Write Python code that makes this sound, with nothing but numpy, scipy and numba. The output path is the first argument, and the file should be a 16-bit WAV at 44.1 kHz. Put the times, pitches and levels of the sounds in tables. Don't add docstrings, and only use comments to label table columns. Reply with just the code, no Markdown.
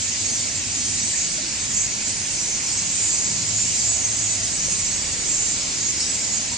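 import sys
import numpy as np
from scipy import signal
from scipy.fft import rfft, irfft, next_fast_len
from scipy.io import wavfile
from scipy.ndimage import uniform_filter1d
from numba import njit

SR = 44100
rng = np.random.default_rng(int(sys.argv[2]) if len(sys.argv) > 2 else 0)


def voltage_ratio(level):
    return 10 ** (np.asarray(level, float) / 20)


def wav_record(signal):
    frames = np.transpose(np.atleast_2d(signal))
    bounded = np.clip(frames, -1, 1)
    quanta = np.round(bounded * 32767).astype(np.int16)
    wavfile.write(sys.argv[1], SR, quanta)


N = 289737
T = np.arange(N) / SR

# hz [Hz], level_db [dB per Hz]
CROWD_COLOUR = [(760, -50.5), (1300, -20), (1690, -15.0), (2260, -9), (3520, -12.5), (4620, -6.5),
                (5770, -4.5), (6420, -1.5), (7030, 0.5), (8020, -7.5), (8850, -13.5), (9300, -21),
                (9900, -21.5), (10400, -63.5)]
CROWD_DB = -26.5
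# hz [Hz], left_lead [radians]
PORT_LEAD = [(1500, -2.5), (2000, 1.3), (3500, 1.1), (4300, -0.5), (5250, -0.6), (6000, -1.27), (7000, -1),
             (8300, 0.4)]
# hz [Hz], left_minus_right_db [dB]
BALANCE_DB = [(60, -0.5), (100, -1.0), (180, -1.0), (320, -1.0), (560, -1.5), (980, -1.0), (1710, 0.0),
              (2990, 0.0), (5230, -0.5), (9140, -5.0)]


def along(table, column=1):
    return np.interp(T, *np.array(table)[:, [0, column]].T)


def at_hz(table, hz):
    return np.interp(np.log(hz), np.log(np.array(table)[:, 0]), np.array(table)[:, 1])


def level(x, db):
    return x * voltage_ratio(db) / np.sqrt(np.mean(x ** 2))


def walk(rate):
    hold = int(SR / rate)
    steps = np.repeat(rng.standard_normal(N // hold + 1), hold)
    smooth = uniform_filter1d(uniform_filter1d(steps, hold), hold)[:N]
    return smooth / smooth.std()


def effort_db(s, hz):
    # time_s [s], high_squeaks_db [dB], lower_chatter_db [dB]
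    efforts = [(0.0, -25.5, -29.5), (0.79, -27.5, -30.5), (1.06, -24.5, -29.5), (1.45, -28.5, -29.5),
               (1.8, -26, -33), (1.9, -28, -30.5), (2.38, -26.5, -31), (2.87, -25.5, -31.5),
               (3.04, -24, -30), (3.46, -25.5, -29.5), (3.82, -24, -28.5), (4.0, -25, -31.5),
               (4.46, -25.5, -30), (5.2, -27, -30), (5.35, -24.5, -31), (5.65, -27.5, -30.5),
               (6.1, -26, -30.5), (6.57, -28, -30.5)]
    high, low = (np.interp(s, T, c - c.mean()) for c in (along(efforts), along(efforts, column=2)))
    share = np.clip((hz - 5400) / 800, 0, 1)
    return (share * high + (1 - share) * low) * np.clip((hz - 2800) / 1200, 0, 1)


@njit
def sing(notes, waver, flutter, edge):
    out = np.zeros((2, N))
    for start, length, first, last, bend, left, right, lead, offset in notes:
        phase = 0.
        for i in range(max(0, int(-start)), min(int(length), N - int(start))):
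            u = i / length
            k = (i + int(offset)) % N
            hz = first + (last - first) * u + 4 * bend * u * (1 - u) + waver[k]
            phase += 2 * np.pi * hz / SR
            size = min(1., u / edge, (1 - u) / edge) * flutter[k]
            out[0, int(start) + i] += left * size * np.sin(phase + lead)
            out[1, int(start) + i] += right * size * np.sin(phase)
    return out


def calls(s, length, first_hz, last_hz, bend_hz, db, pan_db, spread, waver_hz, flutter_db, edge):
    chance = rng.random((len(s), 2)).T
    lead = at_hz(PORT_LEAD, (first_hz + last_hz) / 2) + spread * (2 * chance[0] - 1)
    left, right = voltage_ratio(db + pan_db / 2), voltage_ratio(db - pan_db / 2)
    notes = np.array([s * SR, length * SR, first_hz, last_hz, bend_hz, left, right, lead, chance[1] * N])
    waver = waver_hz * (walk(350) + .25 * walk(40))
    return sing(np.ascontiguousarray(notes.T), waver, voltage_ratio(flutter_db * walk(120)), edge)


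def peeps(count=90):
    middle_hz, spread_hz, crowding = 7100, 900, 4
    chance, bell = rng.random((count, 2)).T, rng.standard_normal((count, 2)).T
    odds = np.cumsum(voltage_ratio(crowding * effort_db(T, middle_hz)))
    s = np.interp((np.arange(count) + chance[0]) / count, odds / odds[-1], T)
    hz = middle_hz + spread_hz * np.tanh(bell[0])
    return np.array([s, 0.0494 * (0.66 + chance[1]), hz, hz + 120 * bell[1]])


def voiced(notes, near_db):
    hz = (notes[2] + notes[3]) / 2
    db = near_db + 0.72 * at_hz(CROWD_COLOUR, hz) + 0.49 * effort_db(notes[0], hz)
    return np.vstack([notes, db])


def near_calls(notes, **manner):
    s, length, first, last, db = notes
    pan_db = np.clip(-7 * ((first + last) / 2 - 6500) / 1000, -6.5, 2)
    return calls(s - .005, length + .01, first, last, 0 * s, db + .7, pan_db, **manner)


def near_birds():
    # start_s [s], length_s [s], first_hz [Hz], last_hz [Hz]
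    squeaks = [(0.163, 0.11, 7670, 7800), (0.245, 0.12, 6460, 6670), (0.551, 0.055, 7380, 7400),
               (.422, 0.081, 7060, 7100), (0.703, 0.051, 6590, 6530), (0.877, 0.136, 7050, 7220),
               (1.11, 0.092, 7540, 7700), (1.2, .075, 6770, 6520), (1.695, 0.11, 6970, 7450),
               (1.704, 0.093, 6820, 6900), (1.793, 0.06, 7180, 6870), (2.657, 0.05, 6840, 7080),
               (2.716, 0.0265, 7500, 7490), (2.981, 0.073, 7220, 7230), (3.021, 0.095, 6940, 7070),
               (3.051, 0.11, 7520, 7350), (3.097, 0.057, 6750, 6820), (3.22, 0.047, 6770, 6600),
               (3.52, .057, 7070, 7060), (3.524, 0.1, 7450, 7300), (3.583, 0.098, 7050, 7370),
               (3.67, 0.12, 7220, 7030), (3.774, .112, 7440, 7350), (4.177, 0.17, 6350, 6960),
               (5.279, 0.045, 7520, 7360), (5.285, 0.096, 7120, 6780), (5.374, 0.19, 7040, 7400),
               (5.794, 0.053, 6300, 6800)]
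    # start_s [s], length_s [s], first_hz [Hz], last_hz [Hz], level_db [dB]
    chatter = [(0.313, 0.082, 6900, 5500, -32), (0.344, 0.073, 4600, 4490, -38),
               (0.73, 0.16, 6540, 6300, -32), (0.934, 0.27, 6220, 6030, -34),
               (1.141, 0.017, 1800, 1810, -40), (1.781, 0.064, 6200, 6556, -26),
               (2.608, 0.165, 5890, 5450, -38), (2.67, .072, 5230, 4900, -39),
               (2.928, .122, 5984, 5420, -39), (3.096, 0.11, 6050, 6240, -29.5),
               (3.66, 0.145, 6000, 6200, -35), (3.67, 0.051, 5300, 5270, -37),
               (4.28, 0.07, 6080, 6053, -30), (4.351, 0.041, 5050, 4980, -32),
               (4.62, 0.052, 6212, 6380, -38), (5.556, 0.051, 4500, 4437, -40),
               (5.6, 0.072, 5090, 5080, -39), (5.686, .045, 4350, 4420, -43),
               (5.948, 0.144, 5470, 5650, -34)]
    # start_s [s], length_s [s], first_hz [Hz], last_hz [Hz]
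    seeps = [(0.21, 0.085, 8350, 8300), (0.274, 0.15, 8620, 8460), (0.42, 0.072, 8420, 8180),
             (0.762, .07, 8060, 7650), (.816, .195, 8880, 8530), (1.014, 0.092, 7900, 7890),
             (1.231, 0.044, 7860, 8030), (1.27, .065, 8550, 8500), (1.745, 0.12, 7760, 7700),
             (2.727, 0.1, 8200, 7850), (3.02, 0.18, 7710, 7630), (3.091, 0.11, 8420, 8360),
             (3.697, 0.14, 8445, 8650), (4.04, .1, 8300, 8350), (4.076, 0.053, 8050, 7960),
             (4.16, 0.097, 7730, 8060), (4.648, 0.2, 8360, 8040), (4.649, 0.16, 9100, 8950),
             (4.687, 0.14, 8600, 8460), (4.869, 0.24, 7590, 8000), (5.279, 0.15, 8200, 7960),
             (5.403, 0.16, 8490, 8300)]
    # start_s [s], length_s [s], first_hz [Hz], last_hz [Hz], level_db [dB]
    strands = [(0.024, 0.072, 8850, 8950, -46), (0.522, 0.096, 8420, 8470, -43.5),
               (.71, .05, 8350, 8400, -41), (1.019, 0.166, 8700, 8550, -43),
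               (1.316, .06, 8840, 8930, -44.5), (1.459, 0.053, 7940, 8120, -40),
               (1.552, .1, 7470, 7760, -34), (1.584, 0.069, 8600, 8500, -46), (1.9, .05, 6200, 6080, -33),
               (2.132, 0.071, 9300, 9400, -47), (2.417, 0.12, 9350, 9360, -47),
               (2.72, .09, 7600, 7600, -33), (3.087, .05, 9240, 9350, -45), (4.018, .11, 6540, 6260, -33.5),
               (4.3, 0.11, 9000, 9300, -45.5), (4.422, .07, 8800, 8820, -41.5),
               (4.558, .06, 9200, 9300, -47.5), (4.591, .08, 6750, 6200, -30.5),
               (5.168, 0.071, 8700, 8730, -39.5), (5.332, 0.1, 9050, 9150, -45),
               (5.559, 0.078, 7670, 7780, -38), (6.34, 0.033, 8000, 7950, -36),
               (6.394, .07, 6400, 6170, -37), (6.48, .07, 6300, 6400, -36)]
    thin = np.hstack([np.transpose(strands), voiced(np.transpose(seeps), -31), voiced(peeps(), -33)])
    rough = np.hstack([voiced(np.transpose(squeaks), -28.5), np.transpose(chatter)])
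    return (near_calls(thin, spread=1.5, waver_hz=65, flutter_db=2.5, edge=0.14)
            + near_calls(rough, spread=1.36, waver_hz=95, flutter_db=3.0, edge=0.17))


def whistlers():
    # time_s [s], pitch_hz [Hz]
    whistles = [
        [(0.24, 6500), (0.3, 6690), (0.34, 6350), (0.38, 5660)],
        [(0.99, 7830), (1.04, 7600), (1.08, 8700), (1.12, 7820), (1.16, 7470)],
        [(2.04, 7070), (2.09, 8270), (2.14, 9070), (2.26, 8870), (2.35, 8800)],
        [(2.39, 5800), (2.44, 6000), (2.5, 6310), (2.58, 6200)],
        [(2.9, 7260), (2.95, 8040), (3.0, 8440), (3.05, 8970), (3.09, 8540)],
        [(3.85, 7390), (3.9, 7630), (3.95, 7920), (3.975, 7560), (4.005, 6870), (4.03, 6450), (4.06, 6280)],
        [(3.86, 7000), (3.9, 6810), (3.94, 6870), (3.97, 6700)],
        [(4.49, 8150), (4.52, 8200), (4.55, 8000), (4.59, 7800)],
        [(4.69, 6860), (4.745, 6900), (4.78, 8000), (4.81, 7300), (4.84, 6900)],
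        [(4.86, 6000), (4.93, 6400), (4.97, 6500), (5.02, 6830)],
        [(4.84, 7380), (4.89, 7700), (4.97, 7880), (5.03, 7150)],
        [(5.42, 8230), (5.47, 8430), (5.53, 8230)],
        [(6.0, 7830), (6.04, 7950), (6.13, 7605), (6.29, 7060), (6.38, 6500)],
    ]
    nearness_db = [-28, -24.5, -29, -25, -24, -21, -26, -26, -27.5, -28, -27, -29, -26]
    out = np.zeros((2, N))
    waver_hz = 55 * walk(200) + 45 * walk(45)
    flutter_db = 3.2 * walk(70)
    for contour, near_db in zip(whistles, nearness_db):
        s, hz = np.transpose(contour)
        span = slice(int((s[0] - .01) * SR), int((s[-1] + .01) * SR))
        t = T[span]
        hz = uniform_filter1d(np.interp(t, s, hz), size=600)
        phase = 2 * np.pi * np.cumsum(hz + waver_hz[span]) / SR
        fade = np.clip(np.minimum(t - t[0], t[-1] - t) / 0.014, 0, 1)
        flutter = flutter_db[span] - flutter_db[span].mean()
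        size = fade * voltage_ratio(0.76 * at_hz(CROWD_COLOUR, hz) + near_db - 1.5 + flutter)
        pan_db = at_hz(BALANCE_DB, hz) - 1.0
        left = voltage_ratio(pan_db / 2) * np.sin(phase + at_hz(PORT_LEAD, hz))
        right = voltage_ratio(-pan_db / 2) * np.sin(phase)
        out[:, span] += size * np.array([left, right])
    return out


def squabbles(count=8):
    # start_s [s], length_s [s], middle_hz [Hz], spread_hz [Hz], level_db [dB]
    flurries = [(.25, 0.082, 6500, 253, -34), (1.17, .08, 6840, 444, -32), (1.74, 0.096, 6900, 543, -30),
                (2.03, .06, 7100, 400, -33.5), (2.66, 0.14, 5370, 505, -33), (3.02, 0.15, 7100, 404, -31),
                (3.54, 0.13, 7100, 249, -28.5), (3.72, 0.13, 5100, 506, -40), (4.15, 0.047, 7490, 397, -37),
                (5.27, 0.11, 7100, 500, -29), (5.44, .1, 7100, 398, -33), (5.53, 0.17, 5100, 650, -38),
                (5.8, 0.094, 6800, 350, -28), (5.97, 0.086, 5570, 495, -32)]
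    s, length, hz, spread_hz, db = np.repeat(flurries, count, axis=0).T
    bell = rng.standard_normal((len(s), 4)).T
    s = s + length * (np.arange(len(s)) % count) / count
    hz = hz + spread_hz * bell[0]
    glide = 250 * bell[1]
    pan_db = at_hz(BALANCE_DB, hz) - 1.5 + 2.5 * bell[3]
    return calls(s, 0 * s + 0.0349, hz - glide, hz + glide, 0 * s, db + 2.0 * bell[2], pan_db,
                 spread=1.3, waver_hz=118, flutter_db=3.5, edge=0.23)


def ticks():
    # start_s [s], length_s [s], pitch_hz [Hz]
    flickers = [(0.338, .05, 11700), (0.363, 0.046, 12230), (1.09, .03, 11690), (1.712, 0.043, 12500),
                (2.6, .05, 11940), (2.643, .05, 11500), (5.75, .025, 11050), (6.178, 0.068, 11630),
                (1.95, .04, 10000), (2.69, .05, 10300), (3.28, .05, 9850), (3.59, .04, 9850),
                (3.75, .07, 9950), (4.95, .04, 9800), (5.01, .06, 9800), (5.21, .04, 10100),
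                (5.61, .04, 9900), (5.7, .04, 9850), (6.37, .13, 10000), (6.39, .12, 10250)]
    out = np.zeros((2, N))
    for s, length, hz in flickers:
        swell = np.sin(np.pi * np.clip((T - s) / length, 0, 1))
        out[1] += voltage_ratio(-54) * swell * walk(200) * np.sin(2 * np.pi * hz * T)
    return out


def crowd(count=7000):
    even, bell = rng.random((count, 3)).T, rng.standard_normal((count, 4)).T
    s = -.1 + (np.arange(count) + even[0]) / count * (T[-1] + .1)
    hz = 1300 + 8300 * ((np.arange(count) * (np.sqrt(5) - 1) / 2 + .02 * even[1]) % 1)
    length = 0.0196 + 0.061 * even[2] ** 2
    glide = 0.0398 * hz * bell[0]
    bend = 0.0248 * hz * bell[3]
    nearness_db = 2.6 * bell[1] * np.clip((hz - 3000) / 3500, .3, 1)
    db = at_hz(CROWD_COLOUR, hz) + effort_db(s + length / 2, hz) + nearness_db
    pan_db = at_hz(BALANCE_DB, hz) + 4.9 * bell[2]
    x = calls(s, length, hz - glide / 2, hz + glide / 2, bend, db, pan_db,
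              spread=1.42, waver_hz=100, flutter_db=2.5, edge=0.16)
    return level(x, CROWD_DB - .8)


def bands(centres_hz, colour, width, motion_db):
    # hz [Hz], correlation [-1 to 1]
    likeness = [(60, 0.77), (120, 0.92), (250, 0.79), (520, 0.46), (1060, -0.32), (2170, 0.51),
                (4460, 0.38), (9140, -0.055)]
    size = next_fast_len(N)
    f = np.arange(1, size // 2 + 2) * SR / size
    a, b = rfft(rng.standard_normal((2, size)))
    c, pan_db = np.clip(at_hz(likeness, f), -1, 1), at_hz(BALANCE_DB, f)
    left = a * voltage_ratio(pan_db / 2)
    right = (c * a + np.sqrt(1 - c * c) * b) * voltage_ratio(-pan_db / 2)
    pair = voltage_ratio(at_hz(colour, f)) * np.array([left, right])
    out = np.zeros((2, N))
    for hz in centres_hz:
        window = np.clip(1 - abs(np.log2(f) - np.log2(hz)) / width, 0, 1)
        out += voltage_ratio(motion_db(hz)) * irfft(pair * window, size)[:, :N]
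    return out


def far_flock():
    def motion_db(hz):
        return 1.0 * effort_db(T, hz) + 1.0 * walk(12)
    hiss = bands(1250 * 2 ** np.arange(0, 3.1, 1 / 3), CROWD_COLOUR, 1 / 3, motion_db)
    return level(hiss, CROWD_DB - .3)


def street(x, t60, wet_db):
    t = T[:SR // 2]
    decay = np.exp(-np.log(1000) * t / t60) * (t > .006)
    tail = level(rng.standard_normal((2, len(t))) * decay, wet_db) / np.sqrt(len(t))
    return x + signal.fftconvolve(x.mean(0, keepdims=True), tail, axes=1)[:, :N]


def town():
    # hz [Hz], level_db [dB per Hz]
    rumble = [(12, -39), (20, -14.5), (98, 1.5), (129, -3.5), (163, -2.5), (290, -4.5), (373, -9.5),
              (455, -11.5), (677, -10), (1050, -10.5), (1250, -14.5), (1500, -15.5), (1950, -35),
              (3300, -120)]
    swell = walk(0.36)
    def motion_db(hz):
        return .5 * swell + 1.2 * walk(4.67)
    return level(bands(22 * 2 ** np.arange(0, 6.1, .5), rumble, .5, motion_db), -37.5)


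def engines():
    # from_s [s], to_s [s]
    spans = [(0, 1.2), (1.6, 2.42), (2.7, 3.67), (3.2, 4.55), (4.25, 4.95)]
    # pitch_hz [Hz], level_db [dB]
    drones = [
        [(96.9, -42), (247.6, -45.5)],
        [(91.5, -57), (156.1, -48), (209.9, -44.5)],
        [(161.5, -43.5), (199.2, -46.5)],
        [(107.7, -39)],
        [(75, -50.5), (166.9, -43.5), (387.6, -58)],
    ]
    out = np.zeros(N)
    waver = 1 + 0.011 * walk(6.5)
    swell_db = 1.8 * walk(9)
    for (start, end), lines in zip(spans, drones):
        span = slice(int(start * SR), int(end * SR))
        heard = np.clip(np.minimum(T[span] - start, end - T[span]) / 0.13, 0, 1)
        for hz, db in lines:
            own = rng.integers(N // 2) + np.arange(len(heard))
            tone = np.sin(2 * np.pi * hz * np.cumsum(waver[own]) / SR)
            out[span] += heard * voltage_ratio(db - 1.0 + swell_db[own]) * tone
    return out


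def wind():
    # start_s [s], length_s [s], level_db [dB]
    gusts = [
        (.1, 1.23, -57),
        (1.447, 1, -52),
        (4.33, 1.1, -46),
    ]
    low_band = signal.butter(2, [20, 55], "band", fs=SR, output="sos")
    a, b = signal.sosfilt(low_band, rng.standard_normal((2, N)))
    strength = voltage_ratio(-59.5)
    for s, length, db in gusts:
        rise = np.clip((T - s) / 0.092, 0, 1)
        fall = np.exp(-np.clip(T - s - length, 0, None) / 0.27)
        strength = strength + voltage_ratio(db) * rise * fall
    return level(np.array([a + .3 * b, a - .3 * b]), -2.2) * strength


def knocks():
    # start_s [s], peak_db [dB], pitch_hz [Hz], ring_t60_s [s], rise [Hz per s]
    hits = [
        (1.38, -35, 620, 0.17, 0),
        (2.995, -34, 446, 0.069, 2),
        (4.682, -25.5, 530, 0.034, 0),
        (6.44, -41, 810, .1, 800),
        (6.515, -37, 935, 0.2, 1500),
    ]
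    out = np.zeros(N)
    for s, db, hz, t60, rise in hits:
        t = np.clip(T - s, 0, None)
        ring = np.sin(2 * np.pi * (hz + rise * t / 2) * t)
        out += voltage_ratio(db) * ring * np.exp(-np.log(1000) * t / t60) * (1 - np.exp(-t / 0.001))
    return out


def scene():
    birds = street(near_birds() + whistlers() + crowd() + squabbles(), t60=.25, wet_db=-8)
    return birds + far_flock() + town() + engines() + wind() + knocks()


def band_limit(x):
    return signal.sosfilt(signal.butter(12, 13000, fs=SR, output="sos"), x)


def record(dry):
    # time_s [s], edge_hz [Hz]
    top = [(0, 9450), (.35, 9300), (.85, 9450), (1, 9000), (1.15, 9350), (1.28, 9050), (1.4, 9500),
           (1.78, 9150), (2.1, 9600), (2.55, 9550), (2.6, 9250), (2.7, 9600), (2.9, 9150), (3.05, 9550),
           (4.7, 9550), (5.4, 9400), (6.1, 9600), (6.57, 9550)]
    f, t, frames = signal.stft(dry, SR, nperseg=2048)
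    left_jumps = 130 * walk(40) - 250 * np.clip(walk(10), 0, None)
    right_jumps = 130 * walk(40)
    edges = [np.interp(t, T, along(top) + jumps) for jumps in (left_jumps, right_jumps)]
    edge_hz = 172 * np.round(np.array(edges) / 172)
    kept = signal.istft(frames * (f[:, None] < edge_hz[:, None]), SR, nperseg=2048)[1][:, :N]
    return band_limit(kept + ticks())


dry = scene()
out = record(dry)
wav_record(out)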